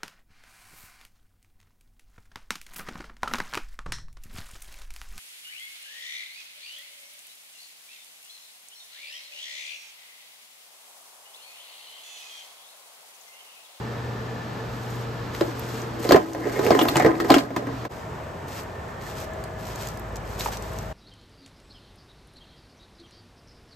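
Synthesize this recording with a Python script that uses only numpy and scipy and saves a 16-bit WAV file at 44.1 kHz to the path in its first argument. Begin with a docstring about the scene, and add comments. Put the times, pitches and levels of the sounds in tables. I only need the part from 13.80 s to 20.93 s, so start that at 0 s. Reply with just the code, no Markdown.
"""A large fan blows and hums in a yard, with a faint whine above it. Feet scuff on grit, and from 1.5 s
scrap boards are lifted, dragged and dropped: each blow cracks and sets the pile ringing, an edge rasps,
splinters squeak, and the recorder's gain control ducks everything after the loud hits. At 4.1 s the
sound dips and goes on at another spot, without the hum: a far engine idles and draws nearer, feet
shuffle on grit, and wood knocks once more near the end."""
import sys
import numpy as np
from scipy import signal
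from scipy.fft import rfft, irfft, next_fast_len
from scipy.io import wavfile
from scipy.ndimage import uniform_filter1d

SR = 44100
rng = np.random.default_rng(int(sys.argv[2]) if len(sys.argv) > 2 else 0)


def materialize(psi):
    """Save the field psi as 16-bit PCM at rate SR to the path in sys.argv[1].

    A 1-D psi becomes a single channel; in a 2-D psi each row is a channel.
    """
    bounded = np.clip(np.atleast_2d(psi).T, -1, 1)
    quanta = np.round(bounded * 32767).astype(np.int16)
    wavfile.write(sys.argv[1], SR, quanta)


N = 314412

# Tone colour of the fan's rush: frequency_hz, relative_db
FAN_SPECTRUM = [(20, -52), (36, -10), (55, 0.5), (250, -2), (700, -7), (1300, -10.5), (2100, -18),
                (4500, -25), (8000, -34), (15000, -39.5), (16500, -78)]
# Resonances of the fan housing: pitch_hz, nominal_width_hz, level_db
HOUSING_MODES = [(215, 34, -44), (455.5, 15, -44)]
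# Path of the faint whine: time_s, pitch_hz, level_db
WHINE_CURVE = [(0, 1773, -48.5), (1.1, 1731, -54), (4.1, 1796, -61), (5.2, 1796, -51), (5.6, 1713, -52.5),
               (7.13, 1774, -57.5)]
# Feet and boards scuffing over grit: start_s, length_s, level_db, peak_position (share of the length)
GRIT_SCUFFS = [(0.896, 0.34, -50.5, 1), (1.53, 0.19, -43.5, 0.087), (1.757, 0.27, -44.5, 0.83),
               (2.197, 0.24, -37, 0.68), (2.416, 0.11, -42, .8), (2.625, 0.56, -40, 1),
               (3.49, .15, -33, .4), (4.083, 0.14, -52.5, 0.13), (4.682, 0.14, -42.5, 0.72),
               (5.215, 0.12, -41.5, .55), (5.358, 0.081, -37.5, 0.45), (5.788, 0.24, -45.5, 0.48),
               (5.992, 0.16, -44, 0.14), (6.456, 0.14, -45.5, .6), (6.589, 0.1, -34.5, 0.13),
               (6.718, 0.036, -33.5, .2), (6.785, 0.33, -50, 0.22)]
# Tone colour of crunching and splintering: frequency_hz, relative_db
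CRUNCH_SPECTRUM = [(700, 3.5), (3500, -1.5), (7000, -4), (14800, -8.5), (16500, -23)]
# Boards being slid and turned over: time_s, level_db, pitch_hz
SLIDE_CURVE = [(1.5, -66, 314), (1.75, -48.5, 323), (2.2, -41, 331.3), (2.6, -27.5, 327),
               (2.72, -34, 352.4), (2.77, -27.5, 413.7), (2.88, -29, 432), (2.96, -27.5, 307),
               (3.45, -24.5, 330.7), (3.7, -35, 286.6), (4.08, -45.5, 270.6)]
# Blows on wood: start_s, level_db, pitch_hz, crack_db (relative to the blow), crack_pitch_hz
BOARD_BLOWS = [(1.6095, -18.5, 553, -18.5, 4600), (1.6123, -14.5, 334, -56, 3330),
               (1.679, -26, 326, -54, 1800), (2.25, -16.5, 450, -34, 2500), (2.291, -14.5, 318, -18, 4950),
               (2.309, -2, 568, -24.5, 1900), (2.321, 2, 309, -23.5, 5100), (2.345, 2, 419, -31.5, 1680),
               (2.36, -0.5, 637, -25, 3000), (2.548, -15, 565, -23, 2132), (2.655, -16, 473, -43.5, 1970),
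               (2.668, -13, 334, -46.5, 1920), (2.792, -17, 413, -20, 2100), (2.865, -14.5, 390, -20, 2800),
               (2.906, -1.5, 659, -29, 5300), (2.917, -9.5, 331, -26, 2100), (2.95, -13.5, 416, -18, 1950),
               (2.967, -17, 310, -49, 1900), (2.991, -10, 1010, -14.5, 3546),
               (3.013, -7.5, 317, -19.5, 3330), (3.053, -12.5, 626, -24, 1700),
               (3.085, -28.5, 420, 0.5, 4240), (3.157, -8, 852, -19.5, 2980), (3.161, -16, 136, -45, 2000),
               (3.168, -12, 328, -14.5, 8400), (3.198, -9.5, 735, -21, 2150),
               (3.222, -13, 563, -19.5, 2160), (3.247, 2.5, 444, -33, 1910), (3.262, -4, 323, -25.5, 1930),
               (3.277, -11, 318, -36, 1700), (3.401, -23.5, 330, -3, 1970), (3.446, -18, 433, -17.5, 2240),
               (3.496, -10, 750, -29, 2000), (3.503, 1, 780, -18.5, 4830), (3.507, -3, 291, -48, 1800),
               (3.519, -3, 324, -21, 4180), (3.541, -5, 740, -10, 3230), (3.563, 0, 282, -33, 1700),
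               (3.583, -19.5, 290, -2.5, 4000), (3.623, -33, 277, -46, 1760), (3.663, -28, 276, -37, 1793),
               (3.705, -17.5, 640, -26.5, 2060), (3.763, -7.5, 990, -19.5, 2170),
               (3.825, -21.5, 430, -38, 2330), (3.87, -17.5, 280, -29, 1926),
               (4.051, -19.5, 616, -25, 1770), (6.66, -15.5, 906, -32.5, 2580),
               (6.685, -25, 825, -44, 1800)]
# Resonances of the wood pile: pitch_hz, gain_db, t60_s
PILE_MODES = [(142, -2, 0.077), (214.4, 1, 0.032), (273, 0, 0.11), (323.4, 0.5, 0.085), (423, 8, 0.046),
              (513.4, -2, 0.086), (576, 3, 0.078), (662, 4.5, 0.054), (738, -0.5, 0.11), (842, -2, 0.11),
              (1025.5, 2.5, 0.053), (1244, -1, 0.042), (1624, 0.5, 0.022), (1920, 7, 0.0083)]
# Single chips snapping: start_s, level_db, pitch_hz
CHIP_SNAPS = [(1.549, -27, 2840), (1.795, -31, 12000), (2.018, -38, 7050), (2.533, -28, 6950),
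              (3.354, -23, 2100), (5.5356, -44, 7963), (5.6392, -34.5, 8200), (5.886, -45, 7500),
              (5.958, -34, 7600), (6.072, -32, 7300), (6.087, -35, 8600), (6.173, -39, 8300),
              (6.196, -39, 11960), (6.358, -34.5, 6660), (6.367, -36, 7600), (6.607, -24, 4330),
              (6.705, -41, 3700), (6.771, -31, 6130), (6.824, -36, 8340), (6.987, -34, 7300)]
# An edge rasping along a board: time_s, pitch_hz, level_db
RASP_CURVE = [(2.61, 1880, -54), (2.64, 1900, -36), (2.78, 2010, -41), (3.15, 1890, -43),
              (3.21, 1996, -26.5), (3.32, 1810, -44)]
# Tone colour of the distant wash at the second spot: frequency_hz, relative_db
YARD_SPECTRUM = [(20, -47), (36, 0), (55, -3), (75, 5.5), (150, 3.5), (210, -2), (290, -6), (400, -1),
                 (1000, -6.5), (2200, -18), (4500, -30), (8000, -32.5), (15000, -41), (16500, -65)]
# The far engine drawing nearer: time_s, level_db
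ENGINE_CURVE = [(4.1, -65), (6.3, -42.5), (7.13, -42)]
# Swells of a thin, steady-pitched drone: time_s, level_db
DRONE_CURVE = [(4.1, -48), (5.2, -54), (5.5, -43.5), (5.9, -44.5), (6.4, -53), (7.1, -45.5)]
# Stereo width, diffuse against direct sound: frequency_hz, gain_db
DIFFUSE_SPECTRUM = [(60, -24.5), (200, -14.5), (800, -4), (1500, -0.5), (2400, -9), (4500, -2.5),
                    (7000, -7), (16000, -25.5)]
# Left-right phase shift that makes the treble swing between centred and wide: frequency_hz, left_lead_rad
CHANNEL_PHASE = [(0, 0), (2000, .2), (4500, .6), (6500, .1), (7700, -.2), (9200, -2.9), (10700, -3.4),
                 (12200, -5.9), (13500, -6.6), (15000, -9.2)]

FAN_DB, HUM_DB, HUM_HZ = -36, -36.5, 120
SCUFF_RISE_S, SCUFF_FALL_S, SCUFF_LUMPS_DB = 0.018, 0.04, 1.5
GRIT_REST_DB, GRIT_UNDER_BOARDS_DB = -62, -17.5   # between scuffs; relative to the slide
NOTE_DB, NOTE_T60_CYCLES, NOTE_RISE_CYCLES = 1.5, 26, 0.4   # level relative to the blow
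NOTE_SHARP, NOTE_SETTLE_CYCLES = 0.25, 0.8   # a struck board starts sharp by this share
GROAN_DB, GROAN_WAVER_HZ = 1.5, 15   # level relative to the slide
RATTLE_DB, RATTLE_T60_S = -14, 0.25   # level relative to the blow
SQUEAK_TIMES_S, SQUEAK_HZ, SQUEAK_DB = (3.03, 3.09), 12900, -26.5
MOVE_S, DIP_S = 4.087, 0.035   # the cut to the second spot
YARD_DB, DRONE_HZ = -36.5, 638
ENGINE_HZ, ENGINE_PARTIALS = 53.6, [(1, 2), (2, -1), (4, -9.5)]   # partials: harmonic, gain_db
DUCK_ABOVE_DB, DUCK_ATTACK_S, RECOVERY_DB_PER_S, CUTOFF_HZ = -18, 0.06, 45, 16450


def amp(db):
    """dB to gain."""
    return 10 ** (np.asarray(db) / 20)


def rms_one(x):
    """Scaled to unit rms."""
    return x / np.sqrt(np.mean(x ** 2) + 1e-20)


def in_time(rows):
    """Columns of a curve table, one value per sample."""
    times, *columns = np.transpose(rows)
    return [np.interp(np.arange(N) / SR, times, column) for column in columns]


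def colour(x, points):
    """EQ drawn through (frequency_hz, gain_db) points."""
    size = next_fast_len(N)
    hz, db = np.transpose(points)
    gain = amp(np.interp(np.log(np.fft.rfftfreq(size, 1 / SR) + 1), np.log(hz), db))
    return irfft(rfft(x, size) * gain, size)[..., :N]


def filtered(x, hz, kind="low"):
    """Gentle low-, high- or band-pass."""
    return signal.sosfilt(signal.butter(2, hz, kind, fs=SR, output="sos"), x)


def tone(hz):
    """A sine of rms 1 that follows a pitch curve."""
    return np.sqrt(2) * np.sin(2 * np.pi * np.cumsum(hz) / SR)


def drift(per_s):
    """Smooth random wander, roughly within plus or minus 1."""
    knots = np.arange(0, N / SR + 1, 1 / per_s)
    return np.interp(np.arange(N) / SR, knots, rng.standard_normal(400)[:len(knots)])


def ring(x, hz, t60):
    """Resonator: a unit click sets a sine of height 1 ringing."""
    radius, angle = amp(-60 / (t60 * SR)), 2 * np.pi * hz / SR
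    return signal.lfilter([0, np.sin(angle)], [1, -2 * radius * np.cos(angle), radius ** 2], x + 1e-18)


def grains(per_s, spread_db):
    """Random clicks, most small, a few large; rms 1."""
    sizes = amp(spread_db * np.minimum(rng.exponential(1, N), 5)) * rng.choice([-1, 1], N)
    return rms_one(sizes * (rng.random(N) < per_s / SR))


def bursts(times, peak_db, t60, smooth=90):
    """Envelope of decaying hits, softened over `smooth` samples."""
    starts = np.zeros(N)
    np.add.at(starts, (np.asarray(times) * SR).astype(int), amp(peak_db))
    decays = signal.lfilter([1], [1, -amp(-60 / (t60 * SR))], starts + 1e-18)
    return uniform_filter1d(decays, size=smooth)


def off_pitch_db(hz, pitch_hz, slope_db, most_db):
    """A piece rings best near its own pitch: loss per octave away from it, up to a limit."""
    return -np.minimum(slope_db * np.abs(np.log2(hz / pitch_hz)), most_db)


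def air(spectrum, level_db):
    """Bed of turbulent air: its direct and diffuse parts are unrelated noise."""
    return amp(level_db + 0.58 * drift(7.5)) * rms_one(colour(rng.standard_normal((2, N)), spectrum))


def fan():
    """Rushing air, noise ringing in the housing, and motor hum at twice the mains rate."""
    housing = sum(amp(db) * rms_one(ring(rng.standard_normal((2, N)), hz, t60=1.35 / width))
                  for hz, width, db in HOUSING_MODES)
    hum = np.sqrt(2) * amp(HUM_DB + 1.2 * drift(6)) * np.sin(2 * np.pi * HUM_HZ * np.arange(N) / SR)
    return air(FAN_SPECTRUM, FAN_DB) + housing + hum


def whine():
    """A narrow band of noise riding on a gliding pitch."""
    hz, db = in_time(WHINE_CURVE)
    waver = rms_one(filtered(rng.standard_normal((2, N)), 40))
    return amp(db) * waver * tone(hz)


def scuffing():
    """Envelope of the grit: each scuff swells and fades unevenly; sliding boards grind it too."""
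    t = np.arange(N) / SR
    scuffs = np.zeros(N)
    for start, length, db, peak_position in GRIT_SCUFFS:
        corners_s = [-SCUFF_RISE_S, 0, np.clip(peak_position, .05, .95) * length,
                     length, length + SCUFF_FALL_S]
        scuffs += amp(db) * np.interp(t - start, corners_s, [0, .65, 1, .65, 0]) ** 2
    slide, _ = sliding()
    lumps = amp(SCUFF_LUMPS_DB * drift(25))
    return amp(GRIT_REST_DB) + lumps * (scuffs + amp(GRIT_UNDER_BOARDS_DB) * slide)


def grit():
    """Dense crunch under each scuff, with stray chips snapping at random within it."""
    level = scuffing()
    crunch = rms_one(colour(grains(1800, 0.76), CRUNCH_SPECTRUM))
    stray_times = np.flatnonzero(rng.random(N) < 60 / SR) / SR
    snaps = bursts(stray_times, 0, t60=.012, smooth=20)
    hiss = filtered(rng.standard_normal(N), [4500, 14000], "band")
    return level * (crunch + hiss * snaps * amp(4 + 4 * drift(30)))


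def sliding():
    """Gain and pitch of the sliding boards, silent while they lie still."""
    db, hz = in_time(SLIDE_CURVE)
    t = np.arange(N) / SR
    return amp(db) * (t > SLIDE_CURVE[0][0]) * (t < MOVE_S), hz


def boards():
    """Blows and dragging ring the pile's modes; a sliding board groans, and the pile rattles on."""
    times, level_db, pitch, crack_db, _ = np.transpose(BOARD_BLOWS)
    slide, slide_hz = sliding()
    variation_db = 3 * rng.standard_normal((len(times), len(PILE_MODES)))
    knocks, chatter = np.zeros(N), np.zeros(N)
    for k, (hz, db, t60) in enumerate(PILE_MODES):
        # soft blows hardly reach the high modes; modes below the struck piece hardly move
        dull_db = 0.38 * np.minimum(crack_db + 31, 0)
        dull_db *= np.maximum(np.log2(hz / np.maximum(pitch, 600)), 0)
        below_db = -5.5 * np.maximum(np.log2(pitch / hz), 0)
        mode_db = db + dull_db + below_db + off_pitch_db(hz, pitch, 30, 12) + variation_db[:, k]
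        # broad faces meet over some ms, so each contact is a short scrabble of force
        force = bursts(times, level_db + mode_db - 28, t60=0.03) * rng.standard_normal(N)
        knocks += ring(force, hz, t60)
        friction = grains(900, 4.1) * amp(db + off_pitch_db(hz, slide_hz, 28.5, 11.2))
        chatter += ring(friction, hz, t60)
    waver = rms_one(filtered(rng.standard_normal(N), GROAN_WAVER_HZ))
    groan = amp(GROAN_DB) * slide * waver * np.sin(2 * np.pi * np.cumsum(slide_hz) / SR)
    on_pile = times < MOVE_S
    rattle = bursts(times[on_pile], level_db[on_pile] + RATTLE_DB, RATTLE_T60_S)
    wood = knocks + hollow_notes() + groan + (slide + rattle) * rms_one(chatter)
    return filtered(wood, 90, "high")   # small boards radiate no deep bass


def cracks():
    """Single chips tick; each blow splinters with a broad burst, a snap and a longer scrabble."""
    times, blow_db, _, crack_db, pitch = np.transpose(BOARD_BLOWS)
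    chip_times, chip_db, chip_hz = np.transpose(CHIP_SNAPS)
    level_db = blow_db + crack_db
    crunch = rms_one(colour(grains(8000, 1.7), CRUNCH_SPECTRUM))
    splinters = crunch * uniform_filter1d(bursts(times, level_db + 1.5, t60=0.089), size=200)
    for hz in np.geomspace(1500, 14000, num=20):
        band = rms_one(ring(ring(crunch, hz, 13 / hz), hz, 13 / hz))
        snap = bursts(times, level_db + 13 + off_pitch_db(hz, pitch, 40, 12), t60=0.02, smooth=24)
        chip_colour_db = off_pitch_db(hz, chip_hz, np.where(hz < chip_hz, 36, 8), 45)
        tick = bursts(chip_times, chip_db + chip_colour_db, t60=0.016, smooth=24)
        scrabble = bursts(times, level_db - 2 + off_pitch_db(hz, pitch, 35, 18), t60=0.13)
        splinters += band * (snap + tick + scrabble * amp(4 * drift(45)))
    return splinters


def hollow_notes():
    """Each struck board sounds its own note, which starts sharp and settles as it dies."""
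    t = np.arange(int(.2 * SR)) / SR
    notes = np.zeros(N)
    for start_s, db, hz, _, _ in BOARD_BLOWS:
        cycles = hz * t
        bend = NOTE_SHARP * NOTE_SETTLE_CYCLES * (1 - np.exp(-cycles / NOTE_SETTLE_CYCLES))
        attack = 1 - np.exp(-cycles / NOTE_RISE_CYCLES)
        decay = amp(db + NOTE_DB - 60 * cycles / NOTE_T60_CYCLES)
        start = int(start_s * SR)
        notes[start:start + len(t)] += attack * decay * np.sin(2 * np.pi * (cycles + bend))
    return notes


def rasp():
    """An edge scrapes a board: uneven slips of friction ride on one moving resonance."""
    hz, db = in_time(RASP_CURVE)
    t = np.arange(N) / SR
    slips = rms_one(filtered(grains(900, 2.7), 260))
    scraping = (t > RASP_CURVE[0][0]) * (t < RASP_CURVE[-1][0])
    return amp(db) * slips * tone(hz) * scraping


def squeak():
    """Splinters rub together in two short, very high swells of noise."""
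    t = np.arange(N) / SR
    swells = sum(np.exp(-((t - peak_s) / 0.011) ** 2) for peak_s in SQUEAK_TIMES_S)
    rubbing = ring(ring(grains(3700, 3.2), SQUEAK_HZ, 0.00042), SQUEAK_HZ, 0.00041)
    return amp(SQUEAK_DB) * swells * rms_one(rubbing)


def yard():
    """Bed of the second spot: a distant wash, a far engine's wavering partials and a thin drone."""
    idle_hz = ENGINE_HZ * (1 + 0.011 * drift(5.6))
    engine = sum(amp(db + 1.1 * drift(9.6)) * tone(k * idle_hz) for k, db in ENGINE_PARTIALS)
    engine *= amp(in_time(ENGINE_CURVE)[0])
    drone = amp(1.4 * drift(9)) * tone(DRONE_HZ * (1 + 0.0019 * drift(6)))
    drone *= amp(in_time(DRONE_CURVE)[0])
    return air(YARD_SPECTRUM, YARD_DB) + engine + drone


def scatter(x):
    """A close sound and its diffuse partner, a short smear of echoes off nearby surfaces."""
    t = np.arange(int(.06 * SR)) / SR
    echoes = rng.standard_normal(len(t)) * amp(-60 * t / 0.13)
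    return np.array([x, signal.oaconvolve(x, echoes / np.linalg.norm(echoes))[:N]])


def scene():
    """Mid/side mix: direct sound in the middle, diffuse at the sides, a dip at the change of spot."""
    t = np.arange(N) / SR
    bed = np.where(t < MOVE_S, fan(), yard()) + whine()
    foley = boards() + cracks() + rasp() + squeak() + grit()
    direct, diffuse = bed + scatter(foley)
    diffuse = colour(diffuse, DIFFUSE_SPECTRUM)
    dip = np.clip(np.abs(t - MOVE_S) / DIP_S, .04, 1)
    fade_out = np.clip((N / SR - t) / 0.0024, 0, 1)
    return np.array([direct + diffuse, direct - diffuse]) * dip * fade_out


def record(dry):
    """Left-right phase shift, bass cut, gain control with a lagging attack, soft clip, top cut."""
    size = next_fast_len(N)
    lead = np.interp(np.fft.rfftfreq(size, 1 / SR), *np.transpose(CHANNEL_PHASE))
    stereo = irfft(rfft(dry, size) * np.exp(.5j * lead * [[1], [-1]]), size)[:, :N]
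    stereo = filtered(stereo, 38, "high")
    power = uniform_filter1d(np.mean(stereo ** 2, axis=0), size=1000)
    over_db = np.maximum(10 * np.log10(power + 1e-12) - DUCK_ABOVE_DB, 0)
    recovery_db = RECOVERY_DB_PER_S * np.arange(N) / SR
    held_db = np.maximum.accumulate(over_db + recovery_db) - recovery_db
    lag = np.exp(-1 / (DUCK_ATTACK_S * SR))
    ducked = stereo * amp(-.75 * signal.lfilter([1 - lag], [1, -lag], held_db))
    return signal.sosfilt(signal.cheby2(12, 70, CUTOFF_HZ, fs=SR, output="sos"), np.tanh(ducked))


dry = scene()
out = record(dry)
materialize(out)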